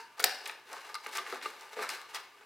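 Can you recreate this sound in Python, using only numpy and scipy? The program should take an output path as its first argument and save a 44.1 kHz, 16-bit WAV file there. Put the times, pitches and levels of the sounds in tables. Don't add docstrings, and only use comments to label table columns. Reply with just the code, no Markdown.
import sys
import numpy as np
from scipy import signal
from scipy.fft import rfft, irfft
from scipy.io import wavfile
from scipy.ndimage import uniform_filter1d

SR = 44100
rng = np.random.default_rng(int(sys.argv[2]) if len(sys.argv) > 2 else 0)


def generate_wav(sig):
    pcm = np.round(np.clip(np.atleast_2d(sig).T, -1, 1) * 32767).astype(np.int16)
    wavfile.write(sys.argv[1], SR, pcm)


def makeup_ratio(level_db):
    decades = np.asarray(level_db, float) / 20
    return 10 ** decades


N = 108045
T = np.arange(N) / SR
LEFT_RIGHT = np.array([[1], [-1]])


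def unit(x):
    return x / np.sqrt(np.mean(x ** 2) + 1e-30)


def table(points, hz):
    p = np.array(points, float)
    return np.interp(np.log(hz + 1), np.log(p[:, 0]), p[:, 1])


def colour(x, points):
    gain = makeup_ratio(table(points, np.fft.rfftfreq(len(x), 1 / SR)))
    return irfft(rfft(x) * gain, len(x))


def band(x, hz, width):
    return signal.lfilter(*signal.iirpeak(min(hz, 18000), hz / width, fs=SR), x)


def body(x, modes, widen=1):
    return sum((-1) ** k * makeup_ratio(db) * band(x, f, w * widen) for k, (f, w, db) in enumerate(modes))


def high_pass(x, order, hz):
    return signal.sosfilt(signal.butter(order, hz, "high", fs=SR, output="sos"), x)


def walk(rate):
    k = int(SR / rate)
    steps = np.repeat(rng.standard_normal(N // k + 1), k)
    return unit(uniform_filter1d(steps, k)[:N])


def sparse_grains(per_s):
    return (rng.random(N) < per_s / SR) * rng.standard_normal(N)


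def contacts(rows, voice):
    out, t = np.zeros(N), T[:4096]
    noise = rng.standard_normal((len(rows), 4096))
    for row, n in zip(rows, noise):
        tau = max(row[-1], .1) / 1000
        scrape = n * np.minimum(t / (0.22 * tau), 1) * np.exp(-t / (.5 * tau))
        hit = voice(scrape, row)
        start = int(row[0] * SR)
        hit = hit[:N - start] * makeup_ratio(row[1]) / np.abs(hit).max()
        out[start:start + len(hit)] += hit
    return out


# pitch_hz, level_db
HISS_SPECTRUM = [(15, -48), (25, -28), (405, -2.5), (641, -12), (936, -2), (1940, -8), (2840, -1),
                 (3340, -10.5), (16000, -21.5)]
HISS_DB, HISS_SIDE_DB = -65, -7.5
HUM_HZ, HUM_DB = 119.7, -88


def background():
    mid, side = (unit(colour(rng.standard_normal(N), HISS_SPECTRUM)) for _ in range(2))
    hum = np.sqrt(2) * makeup_ratio(HUM_DB) * np.sin(2 * np.pi * HUM_HZ * T)
    return makeup_ratio(HISS_DB) * (mid + makeup_ratio(HISS_SIDE_DB) * side * LEFT_RIGHT) + hum


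# pitch_hz, t60_s
ROOM_T60 = [(300, 0.32), (3000, 0.54), (12000, 0.045)]
# pitch_hz, likeness_0_to_1
ROOM_LIKENESS = [(200, 0.95), (900, 1), (2200, 0.99), (5000, 0.56)]
# pitch_hz, level_db
ROOM_TONE = [(250, 6.5), (800, 5), (1700, 4), (2800, 1), (3400, 4), (5000, 1), (7000, -5), (14000, -5)]
ROOM_DB, ROOM_GAP_S = -9, 0.00035


def room(x):
    t = T[:SR * 3 // 4]
    mid, side = rng.standard_normal((2, len(t)))
    tail = 0
    for hz in 125 * 2. ** np.arange(8):
        like = np.clip(table(ROOM_LIKENESS, hz), 0, 1)
        ears = np.sqrt(1 + like) * mid + np.sqrt(1 - like) * side * LEFT_RIGHT
        tail = tail + band(ears, hz, hz * 0.54) * makeup_ratio(-60 * t / table(ROOM_T60, hz))
    power = np.sum(np.abs(rfft(tail)) ** 2, axis=0)
    tone = makeup_ratio(table(ROOM_TONE, np.fft.rfftfreq(len(t), 1 / SR)))
    tail = irfft(rfft(tail) * tone / np.sqrt(uniform_filter1d(power, size=40)), len(t))
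    fade_in = np.clip(t / ROOM_GAP_S, 0, 1) ** 2
    fade_out = np.clip(2 - 2 * t / t[-1], 0, 1) ** 2
    tail = tail * fade_in * fade_out
    tail = tail / np.sqrt(np.sum(tail ** 2) / 2)
    return makeup_ratio(ROOM_DB) * signal.fftconvolve(x, tail, axes=1)[:, :N]


# pitch_hz, left_minus_right_db
PORT_LEVEL = [(200, 3), (700, 0.4), (2400, 0.5), (4400, 4), (8100, 2), (13000, 3)]
# pitch_hz, left_leads_rad
PORT_PHASE = [(200, -0.48), (1500, 0.0041), (4500, 0.15), (7700, -1.04), (8500, 1), (12000, -0.55)]


def ports(x):
    hz = np.fft.rfftfreq(N, 1 / SR)
    half = makeup_ratio(table(PORT_LEVEL, hz) / 2) * np.exp(.5j * table(PORT_PHASE, hz))
    return np.array([irfft(rfft(x) * half, N), irfft(rfft(x) / half, N)])


FLOOR_DIP, FLOOR_DIP_HZ, FLOOR_DIP_WIDTH_HZ = 0.31, 3114, 670
LOW_CUT_HZ = 270


def path(x):
    x = x - FLOOR_DIP * band(x, FLOOR_DIP_HZ, FLOOR_DIP_WIDTH_HZ)
    return ports(high_pass(x, 4, LOW_CUT_HZ))


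# pitch_hz, width_hz, level_db
EARLIER_MODES = [(1556, 330, -0.5), (2760, 190, -3), (4530, 1340, -10.5)]
# pitch_hz, level_db, t60_s
EARLIER_TONES = [(453.6, -58, 0.36), (914, -45, 0.22), (980, -50, 0.25)]
EARLIER_DB, EARLIER_T60_S = -47.5, 0.26


def earlier():
    tones = sum(makeup_ratio(db - 60 * T / t60) * np.sin(2 * np.pi * hz * T) for hz, db, t60 in EARLIER_TONES)
    wash = unit(body(rng.standard_normal(N), EARLIER_MODES, 0.92))
    return tones + makeup_ratio(EARLIER_DB - 60 * T / EARLIER_T60_S) * wash


# start_s, level_db, contact_ms, pitch_hz of the wall
THUMPS = [(.195, -34.5, 7.5, 583), (.212, -38, 34, 510), (.242, -25.5, 15.8, 780), (.246, -37, 40, 413),
          (.722, -41, 18, 660), (.767, -42, 5.1, 754), (1.061, -42.5, 11.5, 412), (1.186, -44, 32, 426),
          (1.324, -35, 17, 343), (1.356, -79, 33, 370), (1.457, -37, 10.6, 438), (1.766, -36.5, 8.3, 430),
          (1.778, -38, 7.2, 427), (1.788, -36.5, 22, 395), (1.809, -39, 8.7, 404)]
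THUMP_DB = 2


def tray():
    def thump(x, row):
        return band(band(x, row[2], row[2] * 0.38), row[2], row[2] * 13.0)
    rows = [(s, db, hz, ms) for s, db, ms, hz in THUMPS]
    return makeup_ratio(THUMP_DB) * contacts(rows, thump)


# start_s, level_db, pitch_hz, contact_ms
TAPS = [(.1984, -24.5, 1650, 7.3), (.199, -31.5, 3900, 16), (.206, -33, 1770, 12), (.2245, -43, 1730, 27),
        (.4589, -28.5, 2400, 7.4), (.4958, -25.5, 1605, 2.6), (.7322, -35.5, 1006, 18),
        (.7664, -33.5, 990, 2.4), (.789, -39.5, 950, 1.9), (1.0625, -28.5, 2420, 4.4),
        (1.184, -30, 3700, 7.7), (1.2632, -32, 1940, 8.2), (1.3245, -26.5, 1470, 4),
        (1.331, -31.5, 860, 13), (1.357, -31.5, 1120, 1.9), (1.365, -35, 1400, 2.9),
        (1.413, -36, 2200, 6.5), (1.424, -35, 2070, 8), (1.449, -31.5, 2320, 4.5),
        (1.766, -38.5, 1480, 4.6), (1.778, -39, 1480, 4.7), (1.7905, -48, 2640, 1.3),
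        (1.794, -39, 1430, 12), (1.801, -43, 1390, 7.2), (1.812, -56, 1600, 3), (1.8225, -28, 1300, 7.9),
        (1.828, -28, 1600, 4.3), (1.8335, -28, 1380, 11), (1.84, -33, 1030, 2.8), (1.847, -34, 980, 7.1),
        (1.866, -41, 2210, 5), (1.8916, -25.5, 2270, 6.2), (2.149, -34, 1170, 24.3), (2.156, -32, 2240, 13),
        (2.1625, -35, 1340, 7.3), (2.17, -35.5, 1420, 10)]
TAP_DB, TAP_Q = -0.5, 2.2


def card_taps():
    def tap(x, row):
        return band(band(x, row[2], row[2] / TAP_Q), row[2], 2 * row[2])
    return makeup_ratio(TAP_DB) * contacts(TAPS, tap)


# peak_s, rise_ms, fall_ms, level_db, brightness_db
STROKES = [(0.174, 3.4, 61, -53, 7), (0.434, 39, 14, -49, 4), (0.481, 32, 37, -42, 8),
           (0.691, 23, 21, -55, 9.5), (0.726, 25, 23, -43.5, 4), (.762, 22, 73, -54, 13.5),
           (0.865, 37, 120, -50, 7), (1.049, 18.5, 34, -50.5, 10.5), (1.092, 20, 9.2, -41, -2),
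           (1.136, 20.5, 22, -55.5, 21.5), (1.167, 17, 39, -44.5, 17.5), (1.238, 37, 35, -48, -22),
           (1.289, 26, 46, -41.5, 6), (1.346, 31, 35, -45, 10), (1.43, 5.8, 69, -45, 12.5),
           (1.501, 65, 71, -56, 8), (1.624, 35, 185, -51, 6), (1.73, 9.7, 26, -52, 12.5),
           (1.798, 34, 15, -41, -4), (1.831, 26.6, 33, -38.5, 7.5), (1.908, 14.4, 51, -39.5, 12),
           (2.025, 12, 26, -50, -16), (2.101, 10, 93, -58.5, 13.5), (2.149, 9.8, 38.6, -47.5, 14),
           (2.413, 4.5, 17, -50, -11), ]
# pitch_hz, level_db
CARD_SPECTRUM = [(150, -38), (398, -5), (566, -11.5), (1190, -9), (1310, -14), (1530, -6), (3400, -17),
                 (12900, -31), (16000, -40)]
# pitch_hz, width_hz, level_db
WALLS = [(907, 75, 3.5), (1190, 65, 5), (1538, 82, 0), (2194, 60, -3.5), (2805, 173, -5.5),
         (4030, 310, -17), (5240, 167, -22.5)]
RUB_DB, RUB_BODY_DB, FIDGET_DB = -6, -3.5, -64.5
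GRAINS_PER_S, GRAIN_SPREAD_DB, FLICKER_DB, EVEN_S = 3000, 3.5, 1.5, .03
WALL_WANDER_DB = 5


def rubbing():
    grains = sparse_grains(GRAINS_PER_S) * makeup_ratio(GRAIN_SPREAD_DB * rng.standard_normal(N))
    grains = grains + 0.32 * rng.standard_normal(N)
    grains = grains / np.sqrt(uniform_filter1d(grains ** 2, size=int(EVEN_S * SR)))
    grains = grains * makeup_ratio(FLICKER_DB * walk(90))
    ring = unit(sum(makeup_ratio(db + WALL_WANDER_DB * walk(25.035)) * band(grains, f, w) for f, w, db in WALLS))
    card = unit(unit(colour(grains, CARD_SPECTRUM)) + makeup_ratio(RUB_BODY_DB) * ring)
    high = high_pass(card, 1, 3000)
    out = makeup_ratio(FIDGET_DB) * card
    for s, rise, fall, db, bright_db in STROKES:
        stroke = np.exp(-np.where(T < s, ((s - T) * 1000 / rise) ** 2, (T - s) * 1000 / fall))
        out = out + makeup_ratio(db + RUB_DB) * stroke * (card + (makeup_ratio(bright_db) - 1) * high)
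    return out


# start_s, level_db, contact_ms
KNOCKS = [(.9438, -32, 3.6), (.9526, -25, 15), (1.0628, -29, 18), (1.1805, -23, 8), (1.185, -24.5, 20),
          (1.4570, -24, 3), (1.4595, -28, 5.1), (1.4645, -37, 3), (1.7905, -27.5, 8.3), (1.8925, -29, 4.5),
          (2.1464, -42, 3.2)]
# pitch_hz, width_hz, level_db
TUBE_MODES = [(865, 90, -15), (1207, 44, 0), (1560, 110, -10), (2120, 70, -10), (2780, 120, -14),
              (4300, 400, -28)]
KNOCK_DB, KNOCK_SCRAPE = -0.5, .12


def tube():
    def knock(x, row):
        blow = np.arange(len(x)) == 2
        return body(KNOCK_SCRAPE * x / np.abs(x).max() + blow, TUBE_MODES)
    return makeup_ratio(KNOCK_DB) * contacts(KNOCKS, knock)


# pitch_hz, width_hz, level_db
SHIVER_MODES = [(815, 210, -3), (1500, 60, -1), (1714, 120, 1), (2370, 78, -7), (2815, 140, 0),
                (4600, 340, -7), (5200, 540, -3.5), (5860, 420, -9), (7300, 2100, -19)]
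SHIVER_S, SHIVER_DB, SHIVER_T60_S, SHIVER_PER_S = .245, -34.5, 0.48, 900


def shiver():
    rattle = unit(body(sparse_grains(SHIVER_PER_S), SHIVER_MODES, 0.74))
    fade = makeup_ratio(SHIVER_DB - 60 * np.abs(T - SHIVER_S) / SHIVER_T60_S)
    return (T > SHIVER_S) * fade * rattle


# start_s, level_db, pitch_hz, scrape_ms
TICKS = [(.1945, -28.5, 4100, 7.2), (.199, -30.5, 11100, 12), (.2235, -35, 5450, 15.6),
         (.4559, -34.5, 4700, 7.7), (.4748, -35, 8500, 3.5), (.4804, -39, 8070, 2.2),
         (.5124, -47, 9000, 3.2), (.7292, -36.5, 6800, 3.6), (.8664, -45.5, 4050, 6.5),
         (.9432, -39.5, 6470, 3.2), (.9524, -35.5, 7400, 4.3), (1.0665, -36.5, 7800, 4.5),
         (1.0904, -45, 9000, 1.4), (1.1234, -60, 9000, 1.8), (1.1528, -34.5, 4970, 1.8),
         (1.1702, -26.5, 5800, 5.4), (1.4124, -58, 4430, 2.3), (1.6084, -42, 5000, 6.9),
         (1.822, -38.5, 7840, 18), (1.8906, -26.5, 7300, 2.7), (2.0014, -51, 5000, 1.4),
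         (2.0158, -38.5, 4830, 1.6), (2.1445, -31.5, 5200, 11), (2.153, -36, 4630, 18),
         (2.163, -41, 5400, 9.1), (1.834, -45, 4200, 7), (1.899, -33.5, 4570, 7.8)]
# start_s, level_db, pitch_hz, width_hz, rattle_ms
SNAP = [
    (.2409, -4.5, 4540, 3700, 1.9),
    (.2411, -14, 1560, 1260, 1.6),
    (.2432, -5.5, 12400, 5300, 2.4),
    (.2433, -12, 8760, 3070, 0.35),
    (.2442, -16, 2560, 1860, 2.3),
    (.2434, -16, 6900, 2500, 2.4),
    (.9434, -28, 4800, 1310, 7.8),
    (.9436, -36, 8900, 1500, 2.4),
    (.9527, -33.5, 4100, 700, 6.6),
    (1.8912, -27, 5200, 2000, 5),
]
TICK_DB, TICK_Q, TICK_AIR_DB, SNAP_RATTLE_DB = 2, 1.6, -30, -14


def blades():
    def tick(x, row):
        steel = unit(band(x, row[2], row[2] / TICK_Q))
        return steel + makeup_ratio(TICK_AIR_DB) * unit(band(x, 16000, 6000))

    def blow(x, row):
        x = makeup_ratio(SNAP_RATTLE_DB) * x / np.abs(x).max() + (np.arange(len(x)) == 4)
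        return band(band(x, row[2], row[3]), row[2], row[3])
    return makeup_ratio(TICK_DB) * contacts(TICKS, tick) + contacts(SNAP, blow)


TUBE_ROOM_DB = -9


def scene():
    knocks = tube()
    rest = earlier() + tray() + card_taps() + rubbing() + shiver() + blades()
    direct = path(rest + knocks)
    reverb = room(path(rest + makeup_ratio(TUBE_ROOM_DB) * knocks))
    return direct + reverb + background()


def top_cut(x):
    return signal.sosfilt(signal.butter(12, 16250, fs=SR, output="sos"), x)


TOP_HZ = 15950


def record(dry):
    mix = signal.sosfilt(signal.ellip(8, .2, 60, TOP_HZ, fs=SR, output="sos"), dry)
    return top_cut(mix)


dry = scene()
out = record(dry)
generate_wav(out)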